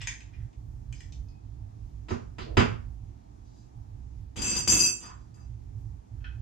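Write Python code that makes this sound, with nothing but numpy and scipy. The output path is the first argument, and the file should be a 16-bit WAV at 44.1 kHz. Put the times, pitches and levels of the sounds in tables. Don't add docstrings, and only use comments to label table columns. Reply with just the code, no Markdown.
import sys
import numpy as np
from scipy import signal
from scipy.fft import rfft, irfft
from scipy.io import wavfile
from scipy.ndimage import uniform_filter1d

SR = 44100
rng = np.random.default_rng(int(sys.argv[2]) if len(sys.argv) > 2 else 0)


def digitize_waveform(pressure):
    field = np.atleast_2d(pressure).T
    bounded = np.clip(field, -1, 1)
    quanta = np.round(bounded * 32767).astype(np.int16)
    wavfile.write(sys.argv[1], SR, quanta)


N = 282681


def from_db(db):
    return 10 ** (np.asarray(db) / 20)


def rms_one(x):
    return x / np.sqrt(np.mean(x ** 2) + 1e-20)


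def energy_one(x):
    return rms_one(x) / np.sqrt(x.shape[-1])


def at_hz(points, hz):
    f, value = np.transpose(points)
    return np.interp(np.log(np.maximum(hz, 1)), np.log(f), value)


def drift(per_s):
    knots = rng.standard_normal(int(N / SR * 200))
    return np.interp(np.arange(N) / SR * per_s, np.arange(len(knots)), knots)


def through(x, response):
    return signal.fftconvolve(x, response, axes=-1)[..., :N]


def add(track, start_s, sound):
    i = max(round(start_s * SR), 0)
    track[i:i + len(sound)] += sound[:N - i]


def bandpass(x, edges_hz):
    return signal.sosfilt(signal.butter(2, edges_hz, "band", fs=SR, output="sos"), x)


def colour(spectrum, extra_db=lambda hz: 0, size=8192):
    hz = np.maximum(np.arange(size // 2 + 1) * SR / size, 1)
    cepstrum = irfft(np.log(from_db(at_hz(spectrum, hz) + extra_db(hz))))
    cepstrum[0], cepstrum[size // 2:] = 0, 0
    return energy_one(irfft(np.exp(rfft(2 * cepstrum))))


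def hump(hz, centre_hz, octaves, skirt_db=11):
    return -skirt_db * np.log10(1 + (np.log2(hz / centre_hz) / octaves) ** 4)


def lift(hz, peaks):
    return sum(db / (1 + (2 * (hz - centre) / width) ** 2) for centre, width, db in peaks)


def panned(x, pan_db):
    return x * from_db([[pan_db / 2], [-pan_db / 2]])


# f/Hz, relative level/dB
RUMBLE_SPECTRUM = [(15, -38), (24, -22), (34, -4.5), (44, -4.5), (63, 5.5), (72, -8.5), (90, -5), (103, 0),
                   (119, -3), (133, -13), (160, -16.5), (260, -69.5)]
# t/s, level/dB
RUMBLE_SWELLS = [
    [(0.0, -37), (0.19, -49.5), (0.47, -41.5), (0.53, -57.5), (0.58, -39.5), (1.41, -44), (2.16, -44.5),
     (2.18, -56), (2.5, -38)],
    [(2.85, -39.5), (3.75, -55), (3.76, -44), (4.79, -40), (4.98, -52.5), (5.96, -37), (6.06, -60.5),
     (6.12, -43.5), (6.41, -37)],
]
def rumble(pan_db=-8, side_db=-18, steady_s=0.25, waver_db=3.0):
    white = rng.standard_normal((2, N + SR))
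    mid, side = signal.fftconvolve(white, colour(RUMBLE_SPECTRUM)[None], axes=-1)[:, SR:SR + N]
    pair = mid + from_db(side_db) * side * [[1], [-1]]
    steady = pair / np.sqrt(uniform_filter1d(mid ** 2, int(steady_s * SR)) + 1e-3)
    swell_db = np.interp(np.arange(N) / SR, *np.vstack(RUMBLE_SWELLS).T)
    return panned(steady * from_db(swell_db + waver_db * drift(14)), pan_db)


# f/Hz, correlation (clipped to -1..1)
MIC_LIKENESS = [(60, -1), (130, 1.75), (290, -0.32), (640, -0.93), (1300, -0.26), (2800, 0.47),
                (6800, -0.16), (14000, -1)]
# f/Hz, left minus right level/dB
MIC_BALANCE = [(60, -6.5), (200, -7), (400, -3), (800, -3), (2400, -0.5), (4500, -1.5), (8000, 0),
               (14000, 3.5)]
BAND_EDGES_HZ = 20 * 2 ** np.arange(0, 10, .5)
def diffuse_bands(size):
    white = rng.standard_normal((2, 2, size + SR // 2))
    sides = np.array([[1], [-1]])
    for k, edges in enumerate(zip(BAND_EDGES_HZ, BAND_EDGES_HZ[1:])):
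        mid, side = bandpass(white[k % 2], edges)[:, -size:]
        hz = np.sqrt(np.prod(edges))
        alike = np.clip(at_hz(MIC_LIKENESS, hz), -1, 1)
        pan = rms_one(from_db(sides * at_hz(MIC_BALANCE, hz) / 2))
        yield hz, pan * (np.sqrt(1 + alike) * mid + np.sqrt(1 - alike) * side * sides)


# f/Hz, relative level/dB
HUSH_SPECTRUM = [(100, -15.5), (150, 0.5), (200, 0.5), (245, 5.5), (330, -5), (440, -11.5), (600, -19),
                 (820, -4), (1100, -20.5), (2500, -30.5), (4000, -32), (6200, -29), (8500, -40),
                 (12500, -41.5), (14500, -62)]
def room_tone(level_db=-57.5, flutter_db=1.0, pan_db=1.5):
    hush = sum(band * from_db(at_hz(HUSH_SPECTRUM, hz) + flutter_db * drift(11))
               for hz, band in diffuse_bands(N))
    return panned(from_db(level_db) * rms_one(hush), pan_db)


# f/Hz, t60/s
TILE_DECAY = [(80, 0.51), (240, 0.34), (450, 0.39), (1300, 0.37), (3000, 0.31), (7000, 0.33), (13000, 0.2)]
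def room_response(direct_db, build_s=0.00065):
    t = np.arange(SR * 3 // 4) / SR
    tail = sum(band * np.exp(-np.log(1000) * t / at_hz(TILE_DECAY, hz))
               for hz, band in diffuse_bands(len(t)))
    response = energy_one(tail * (1 - np.exp(-t / build_s)))
    response[:, 0] += from_db(direct_db)
    return energy_one(response)


def bathroom(x, direct_db, pan_db):
    return panned(through(x[None], room_response(direct_db)), pan_db)


def stroke(start_s, length_s, attack_s=.012, sag_db_per_s=13, release_db_per_s=399.5):
    t = np.maximum(np.arange(N) / SR - start_s, 0)
    fall_db = sag_db_per_s * t + release_db_per_s * np.maximum(t - length_s, 0)
    return np.minimum(t / attack_s, 1) * from_db(-np.minimum(fall_db, 200))


def slips(per_s, size_db, judder_db):
    sizes = from_db(size_db * np.minimum(rng.exponential(1, N), 4) + judder_db * drift(70))
    signs = rng.choice([-1, 1], N)
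    slipping = rng.random(N) < per_s / SR
    return rms_one(sizes * signs * slipping)


def rub(contacts, octaves, per_s):
    gains = np.array([stroke(s, length) for s, length, *_ in contacts])
    _, _, level_db, centre_hz = np.transpose(contacts)
    out = 0
    for edges in zip(BAND_EDGES_HZ[7:17], np.minimum(BAND_EDGES_HZ[8:18], 7000)):
        band = bandpass(slips(per_s, size_db=2.38, judder_db=1.5) + 1e-18, edges)
        band_db = level_db + hump(np.sqrt(np.prod(edges)), centre_hz, octaves)
        out = out + rms_one(band) * (from_db(band_db) @ gains)
    return out


def chatter(decay_s):
    t = np.arange(SR // 25) / SR
    return energy_one(rng.standard_normal(len(t)) * np.exp(-t / decay_s))


# t/s, length/s, relative level/dB, centre f/Hz
CUTTER_RUBS = [(0.0, 0.005, -39, 2750), (.12, 0.17, -68.5, 2400), (.325, 0.013, -55, 2140),
               (.395, 0.012, -63, 1900), (.94, 0.093, -64.5, 4500)]
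# t/s, level/dB, centre f/Hz, width/octaves
CUTTER_CLICKS = [(0.016, -14, 2700, 1.5), (0.072, -4, 3200, 1.23), (0.085, -16, 3400, 2.9),
                 (0.098, -38, 3630, 1.5), (0.206, -25.5, 2500, 1.4), (0.530, -39.5, 3470, 0.82),
                 (0.926, -22.5, 5800, 1.46), (1.006, -24.5, 3900, 1.3), (1.123, -25, 4430, 0.43),
                 (1.285, -35, 4900, 0.14)]
# f/Hz, relative level/dB
CLICK_SPECTRUM = [(200, 2), (800, -4), (1400, -8), (2400, -1), (3300, -3.5), (4200, -9.5), (5600, -21),
                  (7400, -0.5), (8200, -12), (9000, -17), (13000, -29), (16000, -36)]
# f/Hz, width/Hz, lift/dB
CUTTER_RESONANCES = [(1860, 430, 8), (2410, 190, 5.5), (3304, 180, 1.5), (5250, 820, 12.5),
                     (6150, 730, 13.5)]
def cutter(rub_db=-4):
    friction = rub(CUTTER_RUBS, octaves=0.36, per_s=2700)
    resonance = colour([(20, 0), (20000, 0)], lambda hz: lift(hz, CUTTER_RESONANCES))
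    out = from_db(rub_db) * through(friction, resonance)
    for s, db, centre_hz, width in CUTTER_CLICKS:
        snap = colour(CLICK_SPECTRUM, lambda hz: lift(hz, CUTTER_RESONANCES) + hump(hz, centre_hz, width))
        add(out, s, from_db(db) * through(snap, chatter(decay_s=0.0023)))
    return out


# t/s, length/s, level/dB, f/Hz
WHEEL_SQUEAKS = [(1.265, .13, -76, 2530)]
def squeak(waver_hz=18):
    out = 0
    for s, length, db, hz in WHEEL_SQUEAKS:
        phase = 2 * np.pi * np.cumsum(hz + waver_hz * drift(80)) / SR
        out = out + from_db(db) * stroke(s, length) * np.sin(phase)
    return out


# t/s, length/s, level/dB, centre f/Hz
HANDLING_SKIDS = [(2.08, 0.032, -54.5, 5200), (2.38, 0.041, -53, 3500), (2.45, 0.077, -48, 445),
                  (3.44, .18, -75, 5380), (5.012, 0.094, -50.5, 1065), (5.345, 0.044, -66, 1146)]
# t/s, level/dB, contact cut-off f/Hz, boom re knock/dB
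TOOL_KNOCKS = [(2.085, -14, 7000, -6), (2.107, -2.5, 1110, 2.5), (2.384, -10, 7550, -16),
               (2.402, -19.5, 7630, 8), (2.570, 11, 5800, 2), (2.577, -7.5, 4800, 13.5),
               (2.594, 6, 4840, -8)]
# f/Hz, relative level/dB
KNOCK_SPECTRUM = [(60, 3), (200, 4), (380, 4.5), (600, -2), (950, 0.5), (1300, 1.5), (1800, -4), (3000, -3),
                  (4400, -18), (4830, -7), (5300, -17), (7600, -15.5), (9000, -40), (12500, -22.5),
                  (14000, -52.5)]
def knocks(softness_db=15):
    out = rub(HANDLING_SKIDS, octaves=0.31, per_s=1600)
    for s, db, cut_hz, _ in TOOL_KNOCKS:
        clack = colour(KNOCK_SPECTRUM, lambda hz: -softness_db * np.log10(1 + (hz / cut_hz) ** 2))
        add(out, s, from_db(db) * clack)
    return out


def struck_body(modes):
    t = np.arange(SR // 2) / SR
    ring = 0
    for k, (hz, db, t60) in enumerate(modes):
        mode = energy_one(np.sin(2 * np.pi * hz * t) * np.exp(-np.log(1000) * t / t60))
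        ring = ring + from_db(db) * mode * (-1) ** k
    return energy_one(ring)


# f/Hz, relative level/dB, t60/s
TUB_MODES = [(85, -1.5, 0.036), (97.25, -1, 0.11), (173.3, -16.5, 0.075), (236.4, -11, 0.37),
             (364.3, -8, 0.096), (394.4, -17, 0.1)]
def tub_boom(swell_s=0.017):
    ring = struck_body(TUB_MODES)
    t = np.arange(len(ring)) / SR
    boom = energy_one(ring * (1 - np.exp(-t / swell_s)))
    out = np.zeros(N)
    for s, db, _, boom_db in TOOL_KNOCKS:
        add(out, s, from_db(db + boom_db) * boom)
    return out


# t/s, length/s, rasp
# level/dB, ring level/dB, ring tilt/(dB per octave)
OFFCUT_STROKES = [(3.532, 0.1, -89, -72, -1.5), (4.358, 0.019, -36, -39, -9),
                  (4.421, 0.15, -36.5, -26.5, -4.5), (4.679, 0.16, -35, -18, -1.5),
                  (5.001, 0.07, -53, -52.5, -8.5), (5.34, 0.032, -91, -60.5, -3)]
def pressure():
    return np.array([stroke(s, length, attack_s=.002, sag_db_per_s=13.5, release_db_per_s=290.5)
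                     for s, length, *_ in OFFCUT_STROKES])


# t/s, level/dB
OFFCUT_CLINKS = [(4.364, -13.5), (4.418, 1), (4.565, 3.5), (4.676, 10.5), (4.721, 10.5), (5.032, -19),
                 (5.342, -32.5)]
def touches():
    out = np.zeros(N)
    for s, db in OFFCUT_CLINKS:
        add(out, s, from_db([db]))
    return out


# f/Hz, relative level/dB
RASP_SPECTRUM = [(60, -6.5), (170, 7.5), (240, 10.5), (400, 6.5), (600, -4), (1000, -2.5), (1500, -5),
                 (2200, -8), (3200, -3.5), (4100, -16.5), (5500, -19), (7200, -7.5), (8900, -22),
                 (11000, -27), (12200, -38.5), (15000, -46.5)]
# f/Hz, width/Hz, level change/dB
RASP_RIPPLES = [(983, 30, 0.5), (1350, 60, -1)]
def offcut_rasp(tick_db=-10):
    _, _, rasp_db, _, _ = np.transpose(OFFCUT_STROKES)
    friction = slips(per_s=1400, size_db=4.0, judder_db=1.5) * (from_db(rasp_db) @ pressure())
    edge = colour(RASP_SPECTRUM, lambda hz: lift(hz, RASP_RIPPLES))
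    return through(friction + touches() * from_db(tick_db), edge)


# f/Hz, relative level/dB, t60/s
COPPER_MODES = [(2621, -13, .14), (4857, -4, .11), (5987, -8, .14), (6051, -9, .15), (6142, -15, .1),
                (6378, -12, .16), (6793, -12, .16), (7498, -15, .14), (7554, -9, .16), (7588, -12, .16),
                (8439, -20, .2), (9674, -25, .13), (9728, -25, .13), (10507, -24, .13), (11140, -28, .1),
                (12736, -26, .1), (12880, -31, .1), (13480, -35, .1), (13630, -36, .1), (14510, -41, .1),
                (14680, -41, .1)]
def offcut_ring(wander_db=1.5, wobble_rad=0.402, side_db=-1.5, reach_hz=240):
    _, _, _, ring_db, tilt = np.transpose(OFFCUT_STROKES)
    friction = slips(per_s=970, size_db=2.0, judder_db=4.0)
    room = room_response(direct_db=4)
    hits, pressed, out = touches(), pressure(), 0
    for hz, db, t60 in COPPER_MODES:
        stroke_gain = from_db(ring_db + tilt * np.log2(hz / 6000)) @ pressed
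        drive = hits + friction * stroke_gain * from_db(wander_db * drift(25))
        pole = np.exp((2j * np.pi * hz - np.log(1000) / t60) / SR)
        uptake = np.exp((2j * np.pi * hz - np.pi * reach_hz) / SR)
        steady = signal.lfilter([1], np.poly([pole, uptake]), drive + 1e-18)
        ring = np.imag(steady * np.exp(1j * wobble_rad * drift(60)))
        mid, side = [rms_one(heard) for heard in through(ring[None], room)]
        pair = (mid + from_db(side_db) * side * [[1], [-1]]) / np.sqrt(2)
        out = out + from_db(db) * np.std(drive) * pair
    return out


# t/s, level/dB
LAST_TAPS = [(6.204, -38.5), (6.242, -17.5), (6.246, -25)]
# f/Hz, relative level/dB, t60/s
HOLLOW_MODES = [(1414, 4, 0.033), (1580, 4.5, 0.047), (1784, 0.5, 0.011), (2573, 2.5, 0.037),
                (3050, -1.5, 0.033), (3290, -4, .02), (4100, -11.5, 0.0067), (5560, -15, .005)]
def tap():
    out = np.zeros(N)
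    for s, db in LAST_TAPS:
        add(out, s, from_db(db) * struck_body(HOLLOW_MODES))
    return out


def scene():
    cutting = bathroom(cutter() + squeak(), direct_db=-3.5, pan_db=0.5)
    clacks = bathroom(knocks(), direct_db=-16.5, pan_db=-0.4)
    boom = bathroom(tub_boom(), direct_db=5.0, pan_db=-9)
    rasp = bathroom(offcut_rasp(), direct_db=-8, pan_db=-2.0)
    ring = panned(offcut_ring(), pan_db=-6.0)
    last_tap = bathroom(tap(), direct_db=-11.5, pan_db=-0.5)
    return rumble() + room_tone() + cutting + clacks + boom + rasp + ring + last_tap


def record(dry, cutoff_hz=14900):
    return signal.sosfilt(signal.ellip(10, .1, 90, cutoff_hz, fs=SR, output="sos"), dry)


dry = scene()
out = record(dry)
digitize_waveform(out)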